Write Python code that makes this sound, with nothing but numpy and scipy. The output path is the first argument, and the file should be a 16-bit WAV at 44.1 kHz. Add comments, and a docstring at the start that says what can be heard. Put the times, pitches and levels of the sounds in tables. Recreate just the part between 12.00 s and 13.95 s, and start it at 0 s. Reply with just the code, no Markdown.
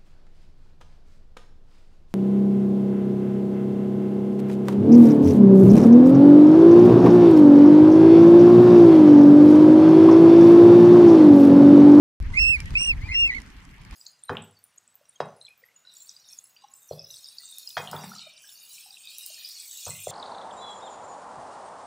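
"""Cygnets feeding on scattered grain at the edge of a lawn, on a stereo microphone pair.
The nearest bird gives three arched, whistling peeps, the second with a fast quaver; the others
answer with soft chirps and trills. Bills tick on the ground and feet shuffle in the grass.
Wind rumbles on the microphone over the faint hush of the distant surroundings."""
import sys
import numpy as np
from scipy import signal
from scipy.io import wavfile
from scipy.ndimage import uniform_filter1d

SR = 44100
rng = np.random.default_rng(int(sys.argv[2]) if len(sys.argv) > 2 else 0)


def master_out(mix):
    """Clip the mix to full scale and print it as 16-bit PCM to the path in sys.argv[1]."""
    frames = np.transpose(np.atleast_2d(mix))
    ceiling = np.clip(frames, -1, 1)
    pcm = np.round(ceiling * 32767).astype(np.int16)
    wavfile.write(sys.argv[1], SR, pcm)


N = 85995
TIME = np.arange(N) / SR

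# how alike outdoor noise is at the two microphones: f/Hz, left-right correlation
OUTDOOR_LIKENESS = [(60, 1), (250, 0.77), (600, 0.22), (1200, 0.34), (2500, 0.2), (5000, 0.081),
                    (12000, 0.088)]


def from_db(db):
    """Decibels to gain."""
    return 10 ** (np.asarray(db) / 20)


def unit_rms(x):
    """Scale to rms 1."""
    return x / np.sqrt(np.mean(x ** 2) + 1e-20)


def in_time(rows):
    """Each column of a timed curve, at every sample."""
    times, *columns = np.transpose(rows)
    return [np.interp(TIME, times, column) for column in columns]


def at_hz(points, hz):
    """Read a curve on a log-frequency axis."""
    freqs, values = np.transpose(points)
    return np.interp(np.log(hz), np.log(freqs), values)


def drift(rate_hz):
    """Smooth random motion of rms 1, mostly slower than rate_hz."""
    pole = np.exp(-2 * np.pi * rate_hz / SR)
    motion = signal.lfilter([1], [1, -2 * pole, pole * pole], rng.standard_normal(N + SR))
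    return unit_rms(motion[SR:])


def gate(start, end, edge_s):
    """1 between start and end, with rounded edges."""
    ramp = np.clip(np.minimum(TIME - start, end - TIME) / edge_s, 0, 1)
    return np.sin(np.pi / 2 * ramp) ** 2


def panned(pan_db):
    """Left and right gains at constant power."""
    return unit_rms(from_db([[pan_db / 2], [-pan_db / 2]]))


def partial(phase, pan_db, lead_rad):
    """A stereo sine of rms 1 whose phase leads at the left microphone."""
    return np.sqrt(2) * panned(pan_db) * np.sin(phase + np.array([[lead_rad], [0]]))


def banded_noise(spectrum, likeness, flicker_db):
    """Half-octave bands of stereo noise, each with its own level, flicker and likeness; rms 1."""
    edges_hz = 18 * 2 ** np.arange(0, 10.1, .5)
    white = rng.standard_normal((2, 2, N))
    out = 0
    for k, (low, high) in enumerate(zip(edges_hz, edges_hz[1:])):
        band = signal.butter(2, [low, high], "band", fs=SR, output="sos")
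        mid, side = signal.sosfilt(band, white[k % 2])
        hz = np.sqrt(low * high)
        alike = np.clip(at_hz(likeness, hz), -1, 1)
        gain = from_db(at_hz(spectrum, hz) + flicker_db * drift(12.9))
        out += gain * (np.sqrt(1 + alike) * mid + np.sqrt(1 - alike) * side * [[1], [-1]])
    return unit_rms(out)


def wind():
    """Gusts buffet the microphone with a fluttering rumble."""
    # strength of the gusts: t/s, level/dB
    gusts = [(0.2, -27.5), (0.336, -31.5), (0.38, -33), (0.414, -25.5), (0.594, -41), (0.628, -31.5),
             (0.72, -27), (0.852, -44), (0.896, -30.5), (1.11, -28.5), (1.126, -43), (1.228, -34),
             (1.316, -54.5), (1.452, -48.5), (1.768, -63.5), (1.95, -48)]
    # spectrum of the rumble: f/Hz, relative density/dB
    rumble = [(20, 1.5), (45, 0.5), (90, -5.5), (125, -17), (200, -25), (320, -39), (500, -66), (900, -82)]
    # how alike the two microphones are shaken: f/Hz, left-right correlation
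    likeness = [(30, 1), (90, 0.83), (200, 0.35)]
    return from_db(in_time(gusts)[0]) * banded_noise(rumble, likeness, flicker_db=4.5)


def hush():
    """The distant surroundings blend into a faint, nearly steady noise."""
    # slow rise and fall: t/s, level/dB
    swell = [(.2, -46), (.6, -43.5), (1.0, -44), (1.4, -44.5), (1.6, -46.5), (1.78, -48.5), (1.95, -44)]
    # spectrum of the surroundings: f/Hz, relative density/dB
    spectrum = [(18, -34), (30, -1), (66, -3), (92, -21), (117, -8.5), (156, -17), (187, -7.5),
                (561, -41.5), (1200, -17), (1510, -35), (1870, -22), (2910, -29.5), (4090, -32.5),
                (11300, -49.5), (15500, -50.5)]
    return from_db(in_time(swell)[0]) * banded_noise(spectrum, OUTDOOR_LIKENESS, flicker_db=2.64)


def pecks():
    """Each peck is a tiny crunch ringing in the bill; faint nibbling goes on between them."""
    # bills striking grain: t/s, force level/dB, left-right/dB
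    strikes = [(.226, -35.5, 14), (.342, -32, -3), (0.373, -27.5, -1), (0.603, -18.5, -10),
               (0.6577, -30.5, -2), (.7055, -32.5, -17), (0.788, -27, -3), (1.016, -38, -5),
               (1.351, -31.5, -10), (1.402, -33, -7), (1.418, -32, -2), (1.502, -37, 0), (1.85, -34, -2)]
    # resonances of the bill: f/Hz, width/Hz, gain/dB
    bill_modes = [(2290, 460, 3.5), (5200, 650, -1), (7200, 1300, -6), (10200, 1250, -8.5),
                  (14000, 1500, -25.5)]
    decay_s, tail_s, tail_db = 0.0013, 0.0098, -22.5
    nibbles_per_s, nibble_db = 28, -44
    nibble_onsets = rng.random(N) < nibbles_per_s / SR
    nibbles = nibble_onsets * from_db(nibble_db + 5.5 * rng.standard_normal(N))
    force = signal.lfilter([1], [1, -np.exp(-1 / (decay_s * SR))], nibbles + 1e-18) * np.ones((2, 1))
    for start, db, pan_db in strikes:
        age = np.maximum(TIME - start, 0)
        fade = np.exp(-age / decay_s) + from_db(tail_db) * np.exp(-age / tail_s)
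        force += from_db(db) * panned(pan_db) * (TIME >= start) * fade
    crunch = force * rng.standard_normal((2, N))
    out = 0
    for k, (hz, width, db) in enumerate(bill_modes):
        radius = np.exp(-np.pi * width / SR)
        gain = (1 - radius ** 2) / 2
        feedback = [1, -2 * radius * np.cos(2 * np.pi * hz / SR), radius ** 2]
        ring = signal.lfilter([gain, 0, -gain], feedback, crunch)
        out += (-1) ** k * from_db(db) * ring
    return out


def shuffles():
    """Feet and bodies brush the grass in brief, grainy swells."""
    # movements: peak t/s, half length/s, level/dB
    moves = [(0.347, 0.033, -43.5), (0.589, 0.016, -48), (0.708, 0.0091, -42), (0.74, .02, -43),
             (0.815, 0.0053, -38.5), (1.082, .02, -48.5), (1.387, 0.038, -48.5), (1.94, 0.029, -45.5)]
    # spectrum of the rustle: f/Hz, relative density/dB
    rustle = [(120, 15.5), (300, 13.5), (550, -12), (1000, 4.5), (2200, -3), (4000, -3), (9000, -13),
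              (15000, -36)]
    swells = sum(from_db(db) * np.exp(-((TIME - peak) / half) ** 2) for peak, half, db in moves)
    roughness = unit_rms(from_db(3.5 * drift(144)))
    return swells * roughness * banded_noise(rustle, OUTDOOR_LIKENESS, flicker_db=1.5)


def chirps():
    """The other birds give short, soft bends of pitch, each pulsed by a trill."""
    # calls: t/s, length/s, start f/Hz, turn f/Hz, end f/Hz, place of the turn (0-1), level/dB,
    # relative second harmonic/dB, trill depth (0-1), trill rate/Hz, left-right/dB, left lead/rad
    calls = [(0.33, 0.073, 1963, 2170, 1830, 0.59, -32, -22.5, 0.3, 78, -4.5, 2),
             (0.567, 0.063, 2190, 2370, 2180, 0.57, -44, -17, 0.17, 73, 0, -1.47),
             (0.649, 0.045, 1820, 1930, 1800, 0.63, -41.5, -40, .5, 110, -2, 3.5),
             (0.758, 0.1, 1950, 2600, 2350, 0.78, -35.5, -18.5, .15, 56, -2, 2.5),
             (1.01, 0.079, 1920, 2430, 2040, 0.83, -43, -14, .3, 55, 5, 1.17),
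             (1.079, 0.08, 1970, 2130, 1883, 0.53, -30.5, -19.5, 0.72, 113, -2, 0.93),
             (1.253, .088, 1972, 2280, 2150, 0.8, -44, -14.5, .3, 59, 6, 1.36),
             (1.298, 0.054, 2060, 1990, 2125, 0.48, -28.5, -19.5, 0.83, 111, -4.5, 1.25),
             (1.338, .057, 2026, 2200, 1902, 0.39, -28.5, -23, 0.71, 54.6, -8.5, 3.6)]
    edge_s, jitter, third_vs_second_db = 0.013, 0.0084, -7
    out = np.zeros((2, N))
    for start, length, start_hz, turn_hz, end_hz, turn, db, second_db, depth, rate, pan, lead in calls:
        along = np.clip((TIME - start) / length, 0, 1)
        bend_in = (start_hz - turn_hz) * (1 - along / turn) ** 2
        bend_out = (end_hz - turn_hz) * ((along - turn) / (1 - turn)) ** 2
        hz = turn_hz + np.where(along < turn, bend_in, bend_out)
        phase = 2 * np.pi * np.cumsum(hz * (1 + jitter * drift(160))) / SR
        trill = 1 - depth * np.sin(np.pi * rate * (TIME - start - edge_s)) ** 2
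        level = from_db(db) * gate(start, start + length, edge_s) * trill
        for k, harmonic_db in enumerate([0, second_db, second_db + third_vs_second_db], 1):
            out += level * from_db(harmonic_db) * partial(k * phase, pan, k * lead)
    return out


def peep(curve, heading):
    """An arched whistle of five harmonics, quavering if it falls between 0.803 and 0.876 s."""
    edge_s, jitter, shimmer_db, rasp_db, fifth_vs_fourth_db = .004, 0.0015, 1.8, -28, -16
    quaver_hz, beat_at_s, swing_hz, dip_db, flare_db = 52.5, 0.89, 54, 12, 4.5
    arch_hz, fundamental_db, *overtones_db = in_time(curve)
    overtones_db.append(overtones_db[-1] + fifth_vs_fourth_db)
    pan_db, overtone_pan_db, *leads = heading
    # on each beat of the quaver the pitch lifts, the fundamental dips and the overtones flare
    quaver = gate(.803, .876, edge_s)
    beat = np.cos(2 * np.pi * quaver_hz * (TIME - beat_at_s))
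    dip = ((1 + beat) / 2) ** 2 - .25
    hz = uniform_filter1d(arch_hz, size=300) * (1 + jitter * drift(150)) + swing_hz * quaver * beat
    phase = 2 * np.pi * np.cumsum(hz) / SR
    out = from_db(fundamental_db - dip_db * quaver * dip) * partial(phase, pan_db, leads[0])
    for k, db in enumerate(overtones_db, 2):
        level = from_db(db + flare_db * quaver * beat + shimmer_db * drift(130))
        rasp = 1 + k * from_db(rasp_db) * drift(880)
        out += level * rasp * partial(k * phase, overtone_pan_db, leads[min(k - 1, 2)])
    return out * gate(curve[0][0] - edge_s, curve[-1][0] + edge_s, edge_s)


def near_cygnet():
    """The nearest bird peeps three times, each call meeting the microphones differently."""
    # course of each peep: t/s, f/Hz, level/dB of harmonics 1 to 4
    first = [(0.359, 2203, -32.5, -57, -59, -67), (0.367, 2277, -28.5, -56, -51, -71),
             (0.376, 2487, -16.5, -52, -51, -59), (0.388, 2586, -17, -33, -56, -61),
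             (0.403, 2696, -19, -29, -45.5, -56), (0.421, 2676, -17.5, -28, -47.5, -63.5),
             (0.457, 2629, -17.5, -33.5, -46, -54.5), (0.48, 2675, -18, -34.5, -44, -56),
             (0.505, 2682, -16, -39.5, -41, -52.5), (0.526, 2626, -19, -43, -44, -50),
             (0.542, 2555, -19, -43, -48, -51), (0.559, 2395, -25, -46.5, -60, -52),
             (0.573, 2007, -37, -54, -78, -66)]
    second = [(0.75, 2450, -55, -60, -70, -69), (0.754, 2500, -17.5, -47, -63, -67),
              (0.764, 2530, -20.5, -67, -59, -66), (0.775, 2706, -16.5, -40, -58, -71),
              (0.791, 2804, -32.5, -34.5, -45, -69), (0.815, 2793, -21.5, -34, -37, -68),
              (0.851, 2861, -29, -34.5, -40, -67), (0.878, 2816, -22.5, -42.5, -39, -71),
              (0.901, 2704, -19, -39, -51, -75), (0.915, 2598, -18, -42.5, -64, -69),
              (0.923, 2425, -34, -51, -68, -75), (0.937, 2084, -35, -59, -77, -82)]
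    third = [(1.114, 2290, -37, -56, -63, -67), (1.12, 2476, -27.5, -54, -69, -64),
             (1.138, 2700, -35, -46, -58, -75), (1.154, 2746, -20, -33, -64, -77),
             (1.176, 2757, -20.5, -36, -60, -82), (1.205, 2792, -18.5, -36.5, -47, -76),
             (1.24, 2747, -16.5, -40, -63, -78), (1.267, 2675, -20, -47.5, -49.5, -78),
             (1.287, 2536, -32, -56, -68, -71), (1.305, 2130, -21.5, -49, -67, -71)]
    # each peep at the pair: fundamental left-right/dB, overtones left-right/dB,
    # left lead/rad of harmonics 1, 2, and 3 upward
    headings = [(-6, -9.5, 3.2, 1.2, -2), (-2.04, -11, 3.02, -2, 0.9), (0.5, -6.5, 2.793, -2, 1.55)]
    return sum(peep(curve, heading) for curve, heading in zip([first, second, third], headings))


def scene():
    """The feeding birds in front, wind and distant hush around them."""
    return near_cygnet() + chirps() + pecks() + shuffles() + wind() + hush()


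def record(dry):
    """The sound cuts in after a short silence; the highest treble is filtered off."""
    start_s, stopband_hz = .2015, 16500
    lowpass = signal.cheby2(12, 70, stopband_hz, fs=SR, output="sos")
    return signal.sosfilt(lowpass, dry * (TIME >= start_s))


dry = scene()
out = record(dry)
master_out(out)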